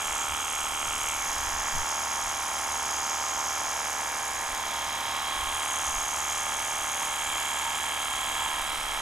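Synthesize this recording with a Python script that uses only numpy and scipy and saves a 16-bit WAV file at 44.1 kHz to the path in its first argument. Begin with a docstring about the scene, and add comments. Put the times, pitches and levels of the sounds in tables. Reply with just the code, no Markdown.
"""Foaming a cabinet with a pressure washer

A cordless pressure washer, held at arm's length, sprays foam on a plastic cabinet in a small yard.
Its piston knocks twice per crank turn, and its gears whine and ring the case. The jet hisses in time
with the strokes and drops patter on the doors. Light wind and a few dull handling thumps reach the
two microphone ports."""
import sys
import numpy as np
from scipy import signal
from scipy.fft import rfft, irfft
from scipy.io import wavfile
from scipy.ndimage import uniform_filter1d

SR = 44100
rng = np.random.default_rng(int(sys.argv[2]) if len(sys.argv) > 2 else 0)


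def transcribe(signal):
    """Save signal, clipped to [-1, 1], as a 16-bit WAV file at the path in sys.argv[1]."""
    frames = np.atleast_2d(signal).T
    limited = np.clip(frames, -1, 1)
    pcm = np.round(limited * 32767).astype(np.int16)
    wavfile.write(sys.argv[1], SR, pcm)


N = 397341
TIME = np.arange(N) / SR
FREQS = np.fft.rfftfreq(N, 1 / SR)


def undb(db):
    """Turn decibels into a gain to multiply by."""
    return 10 ** (np.asarray(db) / 20)


def unit(x):
    """Scale a signal to an average strength (rms) of 1."""
    return x / np.sqrt(np.mean(x ** 2))


def over_time(table):
    """Join (time_s, value) points into one value per sample."""
    return np.interp(TIME, *np.transpose(table))


def over_pitch(table):
    """Join (pitch_hz, value) points into one value per frequency."""
    hz, value = np.transpose(table)
    return np.interp(np.log(FREQS + 1), np.log(hz), value)


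def filtered(x, response):
    """Turn each frequency up or down by its response."""
    return irfft(rfft(x) * response, N)


def coloured(x, tone):
    """Shape a sound with a (pitch_hz, level_db) table; strength 1."""
    return unit(filtered(x, undb(over_pitch(tone))))


def resonance(freqs, hz, width_hz):
    """How strongly something that rings at hz answers each frequency."""
    return 1j * freqs * width_hz / (hz ** 2 - freqs ** 2 + 1j * freqs * width_hz)


def ringing(x, hz, width_hz):
    """Make x ring at a pitch that can move; strength 1."""
    carrier = np.exp(2j * np.pi * np.cumsum(hz) / SR)
    slow = signal.sosfilt(signal.butter(2, width_hz / 2, fs=SR, output="sos"), x / carrier)
    return unit(np.real(slow * carrier))


def noise():
    """Plain white noise."""
    return rng.standard_normal(N)


def wander(rate_hz):
    """A smooth random wobble of strength 1."""
    return unit(filtered(noise(), 1 / (1 + (FREQS / rate_hz) ** 4)))


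def after(time_s, ramp_s=0.34):
    """Go from 0 to 1 around time_s; the usual ramp is one move of the arm."""
    return np.clip((TIME - time_s) / ramp_s + .5, 0, 1)


def bump(middle_s, half_s):
    """A smooth rise and fall, 1 at its middle."""
    return np.exp(-.5 * ((TIME - middle_s) / half_s) ** 2)


def swells(table, column=0):
    """Add up brief level changes in dB; column 0 is the table's first gain."""
    return sum(gains_db[column] * bump(middle_s, half_s) for middle_s, half_s, *gains_db in table)


def strokes(turn, place):
    """Swing between 1 and -1 twice per crank turn, peaking at place (0 to 1)."""
    return np.cos(4 * np.pi * (turn - place))


def piston_load(turn, place, stroke_db=9.0, forward_db=1.0):
    """The load peaks twice a turn; forward_db lifts the second peak and lowers the first."""
    return unit(undb(stroke_db * strokes(turn, place) - forward_db * np.cos(2 * np.pi * (turn - place))))


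def blows(turn, places, forces, scatter_db, jitter_s):
    """Taps that come back at the same places in every turn, no two quite alike."""
    out, turns = np.zeros(N), np.arange(int(turn[-1]))
    late, size = rng.standard_normal((2, len(places), len(turns)))
    due_s = np.interp(turns + places[:, None], turn, TIME)
    at = np.clip((due_s + jitter_s * late) * SR, 0, N - 2)
    gain = forces[:, None] * undb(scatter_db * size)
    # each tap is shared between the two nearest samples
    np.add.at(out, at.astype(int), gain * (1 - at % 1))
    np.add.at(out, at.astype(int) + 1, gain * (at % 1))
    return out


def rattle(turn, count=132):
    """Gear teeth and seals tick in a pattern that repeats every turn."""
    places = (np.arange(count) + rng.random(count)) / count
    return unit(blows(turn, places, rng.choice([-1, 1], count), scatter_db=2, jitter_s=7e-6))


def drops(spread_db=4.0):
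    """A dense stream of tiny impacts of uneven size."""
    return noise() * undb(spread_db * np.clip(noise(), -2, 2))


# Tone of the yard: pitch_hz, level_db
YARD_TONE = [(20, -12), (70, 7), (130, -7), (300, 2.5), (700, -28), (3000, -37)]

def yard():
    """A faint, steady outdoor rumble."""
    return undb(-58) * coloured(noise(), YARD_TONE)


# Low gusts of wind and short, dull handling thumps: middle_s, half_length_s, level_db
GUSTS_AND_THUMPS = [(0.115, 0.045, -51), (0.315, 0.018, -41.5), (0.872, 0.015, -35), (0.99, 0.32, -52),
                    (1.5, 0.1, -43.5), (1.76, 0.017, -28), (1.79, 0.028, -34), (2.248, .03, -47),
                    (4.516, 0.078, -52.5), (5.45, 0.055, -43.5), (5.897, 0.022, -38.5), (5.98, .05, -45),
                    (6.6, 0.26, -62), (7.3, 0.057, -55), (8.8, 0.34, -49)]
# Tones of the wind and of the thumps: pitch_hz, level_db
WIND_TONE = [(10, -3.5), (25, 1), (45, -1.5), (80, -7), (150, -31), (400, -48)]
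THUMP_TONE = [(20, -10), (65, 7), (150, -6), (300, -34), (800, -50)]

def wind_and_thumps(breeze_db=-64.5, thump_half_s=0.017):
    """Wind rumbles on both microphone ports, partly alike, and handling adds short, dull thumps."""
    wind_gain, thump_gain = undb(breeze_db + wander(6)), 0
    for middle_s, half_s, db in GUSTS_AND_THUMPS:
        swell = undb(db) * bump(middle_s, half_s)
        thump_share = 1 / (1 + (half_s / thump_half_s) ** 4)  # larger for shorter events
        wind_gain = wind_gain + (1 - thump_share) * swell
        thump_gain = thump_gain + thump_share * swell
    shared = coloured(noise(), WIND_TONE)
    rumble = np.array([shared + 0.64 * coloured(noise(), WIND_TONE) for _ in range(2)])
    return wind_gain * rumble + thump_gain * coloured(noise(), THUMP_TONE)


# Where the jet points: time_s, height (0 foot of the doors, 1 top)
AIM = [(0.0, 0.66), (1.3, 0.79), (2.0, 0.86), (2.45, 0.74), (3.2, 0.96), (4.1, 0.65), (5.35, 0.17),
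       (5.9, 0.74), (6.9, 0.6), (7.3, 0.39), (7.7, 0.45), (8.05, 0.27), (8.45, 0.23), (8.85, 0.34)]

def aim_height():
    """The jet sweeps up and down the doors."""
    return over_time(AIM)


HAND_OFF_S = 1.17

def hand_on():
    """1 while a second hand steadies the housing, then 0."""
    return 1 - after(HAND_OFF_S, ramp_s=0.093)


# The jet slips off the doors onto the paving: start_s, end_s
MISSES = [(4.55, 5.4), (8.62, 11)]
SECOND_COAT_S, ASIDE_START_S, ASIDE_END_S = 5.4, 3.75, 4.52

def level(db, high_db=0, hand_db=0, foam_db=0, miss_db=0, aside_db=0):
    """A layer's level in dB, plus what each way of holding and aiming the gun adds."""
    on_foam = after(SECOND_COAT_S)  # the jet runs back over its own foam
    missing = sum(after(start_s) - after(end_s) for start_s, end_s in MISSES)
    aside = after(ASIDE_START_S) - after(ASIDE_END_S)  # the gun is held out to the side
    return (db + high_db * aim_height() + hand_db * hand_on()
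            + foam_db * on_foam + miss_db * missing + aside_db * aside)


# The jet finds a loose spot on a door: middle_s, half_length_s, gain_db
LOOSE_SPOTS = [(2.6, 0.37, 2), (7.05, .07, 3.5), (7.65, 0.12, 5), (8.42, 0.13, 6)]

def doors(turn, pitch_hz=915, width_hz=105):
    """Each slug of water thumps the hollow plastic doors."""
    drum_db = level(-43.5, hand_db=-2.5, foam_db=-1) + swells(LOOSE_SPOTS)
    slugs = noise() * undb(1.1 * strokes(turn, place=0.17))
    return undb(drum_db) * unit(filtered(slugs, resonance(FREQS, pitch_hz, width_hz) ** 2))


# Tones of the bright wash and the lower splash: pitch_hz, level_db
WASH_TONE = [(3500, -27), (4600, -10), (4950, 2), (5900, 1), (7000, -19), (9000, -37)]
SPLASH_TONE = [(400, -5), (1200, -4), (2200, 8), (2600, -2), (3200, -2.5), (3850, 7), (4400, -5.5),
               (6000, -15)]

def patter(surge_db):
    """Drops land as a pulsing wash and an even splash."""
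    wash_db = level(-53, high_db=10, hand_db=-2, foam_db=-2, miss_db=3.5)
    splash_db = level(-41.5, high_db=-8, hand_db=-1, miss_db=3, aside_db=-1)
    wash = coloured(drops() * undb(surge_db), WASH_TONE)
    splash = coloured(drops(), SPLASH_TONE)
    return undb(wash_db) * wash + undb(splash_db) * splash


# Tone of the mist: pitch_hz, level_db
MIST_TONE = [(2000, -8), (3700, -5), (4400, -15.5), (7900, 1), (8900, -6.5), (10300, 1.5), (10900, -6),
             (11300, -0.5), (11800, -8), (12700, -6.5), (13800, -10.5), (15000, -37), (16000, -29)]
# The finest hiss swells: middle_s, half_length_s, gain_db
MIST_SWELLS = [(1.3, 0.17, 2.5), (7.0, 0.064, 2)]

def mist(turn, splutter):
    """The finest drops mingle with the ticking of the pump."""
    mist_db = level(-42, high_db=-0.5, hand_db=1.5, foam_db=1.5, miss_db=-1) + swells(MIST_SWELLS)
    puff_db = 2 * strokes(turn, place=0.26) + 2 * np.cos(2 * np.pi * (turn - .85)) + 1.7 * splutter
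    ticks = unit(drops(spread_db=6.8)) + undb(1.5) * rattle(turn)
    return undb(mist_db) * coloured(ticks * undb(puff_db), MIST_TONE)


# Tone of the nozzle: pitch_hz, level_db
NOZZLE_TONE = [(3000, -38), (5500, -27), (6100, 7), (6520, 11), (6950, 5.5), (7500, -10), (8600, -28),
               (11000, -49)]
# The jet hits squarely and the slot's sizzle stands out: middle_s, half_length_s, gain_db
SQUARE_HITS = [(1.55, .25, 2), (3.25, 0.17, 1), (5.9, .15, 2)]
# The jet crosses ribs and wet patches: middle_s, half_length_s, nozzle_db, fizz_db
PATCHES = [(.09, 0.023, -2, 5), (.21, .03, 2, 7), (.32, 0.052, -3, -2), (.52, 0.085, 1, 0),
           (.7, 0.02, -6, -7), (2.1, 0.052, 0, -1), (2.45, 0.057, -2, -1), (5.75, 0.056, 1.5, 2),
           (6.35, .1, -1, 3.5), (7.0, 0.11, 4, -6), (7.45, 0.43, -3, 3.5), (7.95, 0.056, 0, -3),
           (8.42, 0.042, -2, 2.5), (8.8, 0.17, -11, -1.5)]

def nozzle(turn, surge_db, slot_hz=6540, slot_width_hz=200):
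    """The jet hisses out of the nozzle, whose slot rings at the peak of each stroke."""
    nozzle_db = level(-50, high_db=16, foam_db=2.5, miss_db=3) + swells(PATCHES)
    jet = coloured(drops() * undb(surge_db), NOZZLE_TONE)
    ring = filtered(noise(), resonance(FREQS, slot_hz, slot_width_hz))
    slot = unit(ring * piston_load(turn, .42, stroke_db=7, forward_db=-1.5))
    return undb(nozzle_db) * (undb(-2) * jet + undb(-5.5 + swells(SQUARE_HITS)) * slot)


# Tone of the fizz: pitch_hz, level_db
FIZZ_TONE = [(5900, -12.5), (6500, 0), (7200, 7.5), (8100, -2), (8550, -14), (10000, -43)]

def fizz(surge_db):
    """The foamy jet gives a high, fluttering fizz."""
    fizz_db = level(-43.5, high_db=1, foam_db=-1, miss_db=-7, aside_db=-2) + swells(PATCHES, column=1)
    return undb(fizz_db) * coloured(drops() * undb(0.76 * surge_db + wander(160)), FIZZ_TONE)


def swish(surge_db, foot_hz=8280, fall_hz=3060):
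    """The rush off the doors deepens as the jet climbs, and rises as it comes down."""
    swish_db = level(-52, high_db=7.5, hand_db=-5, miss_db=-6) + swells(PATCHES, column=1)
    pitch_hz = foot_hz - fall_hz * aim_height()
    return undb(swish_db) * ringing(drops() * undb(surge_db), pitch_hz, width_hz=1340)


def spray(turn):
    """The jet surges with each stroke, dips as the piston turns round and splutters with foam."""
    dip_db = -8.5 * np.exp(2.2 * (strokes(turn, place=.15) - 1))
    splutter = wander(310)
    surge_db = -2.5 * strokes(turn, place=1) + dip_db + 1.84 * splutter
    hiss = nozzle(turn, surge_db) + fizz(surge_db)
    return hiss + patter(surge_db) + mist(turn, splutter) + swish(surge_db)


# Brief turns of the wrist: middle_s, half_length_s, whine_db, clack_db, case_db
TWISTS = [(0.09, 0.14, 4, -7, 2), (0.33, 0.084, 0, 1, -8), (0.92, 0.11, 1, 3, 2), (2.48, 0.22, -2, -5, 3),
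          (3.33, .13, -1, -1, -15), (5.68, 0.16, 0, 2.5, 1.5), (6.1, 0.12, -3, -0.5, -3),
          (7.6, 0.22, 2, 1, 0), (8.38, 0.086, 3, 1, -4), (8.8, 0.085, -3.5, -2.5, 1.5)]

def twist_db(part):
    """Turning the gun shows the microphone another side, so a part sounds louder or softer."""
    return swells(TWISTS, column=("whine", "clack", "case").index(part))


def gear_tone(turn, per_turn, swing_rad, rough_rad):
    """One gear note: the wheel slows under each stroke and the loose teeth rattle."""
    lag = swing_rad * np.sin(4 * np.pi * (turn - .34))
    return np.sqrt(2) * np.cos(2 * np.pi * per_turn * turn - lag + rough_rad * wander(260))


# Notes of a 44-tooth wheel driven by a six-tooth gear: cycles_per_turn, level_db, swing_rad
WHINE_NOTES = [(44, 0, .1), (46, -.5, .1), (44 * 7 / 6, -7, .2), (44 * 8 / 6, -10, .3), (62, -9, 1.2),
               (74, -8, .9), (132, -13, .8), (176, -5, 1.5)]

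def gear_whine(turn):
    """Meshing teeth sing a set of clean notes."""
    whine_db = level(-48.5, hand_db=-4.5, foam_db=1.5, aside_db=2) + twist_db("whine")
    return undb(whine_db) * sum(undb(db) * gear_tone(turn, per_turn, swing, rough_rad=0.19)
                                for per_turn, db, swing in WHINE_NOTES)


# Gear notes heard through the shell: cycles_per_turn, level_db, swing_rad
BUZZ_NOTES = [(81, -12, .9), (87, -1, .3), (88, 0, .9), (90, -6, .1)]

def gear_buzz(turn, gearbox_hz=3285):
    """Under load the teeth buzz roughly, and their chatter rings the gearbox."""
    buzz_db = level(-43, high_db=-10, hand_db=-1, foam_db=1, aside_db=-5) + 0.63 * twist_db("whine")
    notes = sum(undb(db) * gear_tone(turn, per_turn, swing, rough_rad=0.87)
                for per_turn, db, swing in BUZZ_NOTES)
    buzz = notes * piston_load(turn, .28, stroke_db=1, forward_db=4)
    ticks = rattle(turn) * piston_load(turn, .31, stroke_db=4, forward_db=4.5)
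    chatter = ringing(ticks, np.full(N, gearbox_hz), width_hz=300)
    return undb(buzz_db) * (.9 * buzz + .55 * chatter)


def gear_overtones(turn, teeth=44):
    """Two high, rough notes of the wheel pulse with the load on the piston."""
    lower_db = level(-54.5, high_db=3.5, hand_db=9.5, foam_db=5.5)
    upper_db = level(-65.5, hand_db=7, foam_db=6.5)
    lower = gear_tone(turn, 5 * teeth, swing_rad=1.9, rough_rad=.9)
    upper = gear_tone(turn, 7 * teeth, swing_rad=2, rough_rad=.9)
    return piston_load(turn, .28) * (undb(lower_db) * lower + undb(upper_db) * upper)


# The ring of the case shifts as the gun is turned: time_s, pitch_hz
CASE_PITCH = [(0.0, 9970), (1.72, 9880), (1.82, 9620), (4.53, 9660), (6.92, 9540), (7.52, 9700),
              (8.6, 9680)]

def case_ring(turn):
    """The ticking teeth make the case ring at a very high pitch."""
    case_db = level(-48, high_db=-1, foam_db=4, miss_db=-2.5) + twist_db("case")
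    ticks = rattle(turn) * piston_load(turn, .37)
    return undb(case_db) * ringing(ticks, over_time(CASE_PITCH), width_hz=290)


# Piston and valve knocks in one turn: place (0 to 1), strength_db, extra_thud_db, slap_db, clack_db
KNOCKS = [(.08, 3.2, -18.6, 4, 7), (0.137, 1.2, 7.2, -5, 2), (0.28, -4, -11, -10, -20),
          (.587, 1.7, -2.8, 6, -10), (0.634, -1.8, 7.6, -9, -9), (0.727, -4.5, 0, -14, -8),
          (.794, -14, 20, -12, -10)]
# Notes of the pump body: cycles_per_turn, level_db
THRUM_NOTES = [(1, -27), (2, -7), (3, -11), (4, -19.5), (5, -19.5), (6, -14), (7, -12), (8, -19), (9, -9),
               (10, -11.5), (11, -14), (12, -9.5), (13, -11.5), (14, -14), (15, -9.5), (16, -5.5),
               (17, -36), (18, -1), (19, -6), (20, -10.5), (21, 6), (22, 2), (23, 3), (24, -6.5), (25, 5),
               (26, -12), (27, -8), (28, 5), (29, 0.5), (30, 4), (31, -32), (32, -3.5), (33, 3), (34, -0.5),
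               (35, -0.5), (36, -0.5), (37, 0.5), (39, -4), (41, -5)]

def thrum(turn, body_hz=1100, tank_hz=740, thud_hz=600):
    """The knocks shake the pump body and set the timing of its notes, which drift as the gun moves."""
    place, blow_db, thud_db, _, _ = np.transpose(KNOCKS)
    direction = np.sign(place - .5)  # the return stroke pushes the other way
    crank, out = np.exp(2j * np.pi * turn), 0
    for per_turn, db in THRUM_NOTES:
        hz = per_turn * CRANK_SPEED[0][1]
        force = direction * undb(blow_db + thud_db / (1 + (hz / thud_hz) ** 8))
        body = resonance(hz, body_hz, width_hz=700) * resonance(hz, tank_hz, width_hz=330)
        push = np.sum(force * np.exp(-2j * np.pi * per_turn * place)) * body
        drift_db = 1.1 * np.interp(TIME, np.linspace(0, TIME[-1], 20), rng.standard_normal(20))
        out = out + undb(db + drift_db) * np.real(crank ** per_turn * push / abs(push))
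    # the notes trade strength while their sum stays even
    even = out / np.sqrt(uniform_filter1d(out ** 2, size=SR // 5))
    return even * undb(.5 * wander(64))


# Tone of water in the valves: pitch_hz, level_db
CHURN_TONE = [(100, -21), (300, -24), (500, -9.5), (700, -2.5), (830, -9), (905, -17), (980, 1),
              (1200, -0.5), (1450, -3), (1750, -7.5), (2250, -3.5), (2550, -7.5), (3300, -11.5),
              (4400, -30)]

def churn(turn, rise_s=0.0003, decay_s=0.00083, steady_flow=0.4):
    """Water rushes through the valves after every knock, taking a moment to build."""
    place, blow_db, *_ = np.transpose(KNOCKS)
    rush = blows(turn, place, undb(blow_db), scatter_db=4, jitter_s=1e-4)
    for lag_s in (decay_s, rise_s):
        rush = signal.lfilter([1], [1, -np.exp(-1 / (lag_s * SR))], rush)
    return coloured(np.tanh(noise()) * (rush / rush.max() + steady_flow), CHURN_TONE)


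# Pitches at which the plastic shell rings: pitch_hz, width_hz, level_db
SHELL_RINGS = [(1470, 370, 8.5), (1880, 58, 6), (2210, 520, -1), (2800, 43, 6), (2817, 600, 15.5),
               (3360, 380, -25)]
# Tones of the dull valve slap and the bright piston clack: pitch_hz, level_db
SLAP_TONE = [(700, -28), (1400, -2.5), (1900, 6), (2300, 3.5), (2700, -8), (5000, -3.5)]
CLACK_TONE = [(1000, -43), (2000, -0.5), (2600, 8), (3350, 8), (3600, 8), (4600, -4), (12500, 5)]

def shell_knocks(turn):
    """The hard edges of the knocks ring the shell with a slap and a clack."""
    place, _, _, slaps_db, clacks_db = np.transpose(KNOCKS)
    slap_db = level(-46, high_db=2, hand_db=-2, foam_db=-1.5, aside_db=2)
    clack_db = level(-44.5, high_db=-8.5, hand_db=-3, foam_db=4, aside_db=-10) + twist_db("clack")
    shell = sum(undb(db) * resonance(FREQS, hz, width) for hz, width, db in SHELL_RINGS)
    # bending waves travel at different speeds, which softens the start of each knock
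    bending = 1 - 2 * resonance(FREQS, hz=2100, width_hz=900)
    out = 0
    for db, edges_db, tone in ((slap_db, slaps_db, SLAP_TONE), (clack_db, clacks_db, CLACK_TONE)):
        knocks = blows(turn, place, undb(edges_db) * np.sign(place - .5), scatter_db=.6, jitter_s=9e-6)
        out = out + undb(db) * coloured(filtered(knocks, shell * bending), tone)
    return out


# How the second hand changes the pump's tone: pitch_hz, gain_db
HAND_TONE = [(200, 2.5), (400, 4.5), (700, 1.5), (1000, 1), (1300, 6), (1900, -1), (2400, 5.5), (2900, 7),
             (3400, 4.5), (4000, -1)]

def second_hand(body, palm_hz=3150, fall_hz=1450, palm_db=-50):
    """A hand colours the pump; as it lifts, the hollow under the palm rings and slides down."""
    held = body + hand_on() * filtered(body, undb(over_pitch(HAND_TONE)) - 1)
    slide_hz = palm_hz - fall_hz * after(HAND_OFF_S, ramp_s=.3)
    return held + undb(palm_db) * bump(HAND_OFF_S, half_s=0.1) * ringing(body, slide_hz, width_hz=320)


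# Brief rings and dips in the pump's tone as the gun turns or the hand lifts:
# middle_s, half_length_s, pitch_hz, width_hz, gain_db
RINGS_AND_DIPS = [(0.16, 0.32, 870, 66, 3), (3.45, .2, 1030, 54, 2.5), (3, .5, 1230, 240, 2),
                  (5.3, 0.24, 1080, 40, 5.5), (6.3, 0.46, 1220, 42, 3.5), (8.46, 0.15, 1040, 45, 4.5),
                  (8.5, 0.85, 1300, 25, 6), (4.9, .35, 920, 43, 2.5), (7.3, 0.88, 2190, 200, 4.5),
                  (0.74, 0.34, 2730, 430, -0.5), (0.35, 0.044, 3400, 130, 8), (1.1, 0.082, 2200, 200, 4.5),
                  (1.21, 0.049, 3400, 700, -14), (1.6, 0.18, 1700, 250, 5.5), (4.6, 0.36, 2900, 490, -4),
                  (4.17, 0.43, 540, 130, 4), (5.7, 0.28, 1120, 300, 2.5)]

def pump(turn):
    """The piston pump thrums, churns water and knocks on its shell."""
    thrum_db = level(-37, high_db=1.55, hand_db=-3.5, foam_db=-0.5, aside_db=-1)
    thrum_db += 0.14 * twist_db("whine")
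    churn_db = level(-41.5, hand_db=-2.5)
    # the forward stroke is the firmer one, most of all under the hand
    accent_db = level(0.41, hand_db=0.5) * np.cos(2 * np.pi * (turn - .11))
    knocks = shell_knocks(turn)
    body = undb(thrum_db) * thrum(turn) + undb(accent_db) * (undb(churn_db) * churn(turn) + knocks)
    for middle_s, half_s, hz, width_hz, db in RINGS_AND_DIPS:
        ring = filtered(body, resonance(FREQS, hz, width_hz))
        body = body + (undb(db) - 1) * bump(middle_s, half_s) * ring
    return second_hand(body)


# Peaks and dips of the housing: pitch_hz, width_hz, gain_db
HOUSING_TONE = [(2290, 170, 3), (2570, 200, -7), (3270, 200, 2), (3590, 200, -6)]

def housing(x):
    """The hollow housing favours some pitches and swallows others."""
    bands = [1 + (undb(db) - 1) * resonance(FREQS, hz, width) for hz, width, db in HOUSING_TONE]
    return filtered(x, np.prod(bands, axis=0))


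# How much louder the left port is: pitch_hz, left_minus_right_db
PORT_BALANCE = [(60, 2), (110, -0.5), (200, -0.5), (380, -0.5), (700, -2.5), (1290, -2), (2380, -3.5),
                (4400, -4.5), (8120, 0.5), (15000, -2)]
# How far ahead the left port is: pitch_hz, lead_rad
PORT_LEAD = [(20, 0.66), (500, -0.37), (1000, -0.17), (1500, -0.67), (3900, -1.06), (4900, -0.53),
             (11000, 0.043), (14000, 0.89)]
# Strength of the scattered sound: pitch_hz, level_db
ECHO_TONE = [(100, -12), (600, -19), (1200, -15), (2300, -10), (4200, -11), (6500, -18), (9500, -16),
             (12500, -3)]

def microphone_ports(x, echo_decay_s=0.76):
    """Each port hears its own tone and delay; walls and paving scatter sound between them."""
    lean = undb(over_pitch(PORT_BALANCE) / 2) * np.exp(.5j * over_pitch(PORT_LEAD))
    echoes = rfft(noise() * np.exp(-TIME / echo_decay_s))
    side = echoes / np.std(echoes) * undb(over_pitch(ECHO_TONE))
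    return np.array([filtered(x, lean + side), filtered(x, 1 / lean - side)])


# The crank slows as the battery sags: time_s, turns_per_s
CRANK_SPEED = [(0.0, 37.61), (1.0, 37.41), (3.0, 37.265), (3.6, 37.172), (6.6, 37.172), (9.0, 37.0)]

def scene():
    """One crank drives the pump, the gears and the jet."""
    turn = np.cumsum(over_time(CRANK_SPEED)) / SR  # crank turns so far
    background = yard()
    machine = pump(turn) + gear_whine(turn) + gear_buzz(turn) + gear_overtones(turn) + case_ring(turn)
    mix = housing(machine) + spray(turn) + doors(turn) + background
    return microphone_ports(mix) + wind_and_thumps()


def record(dry):
    """Cut away the very highest treble."""
    top_hz = 15500
    return signal.sosfilt(signal.ellip(10, .2, 80, top_hz, fs=SR, output="sos"), dry)


dry = scene()
out = record(dry)
transcribe(out)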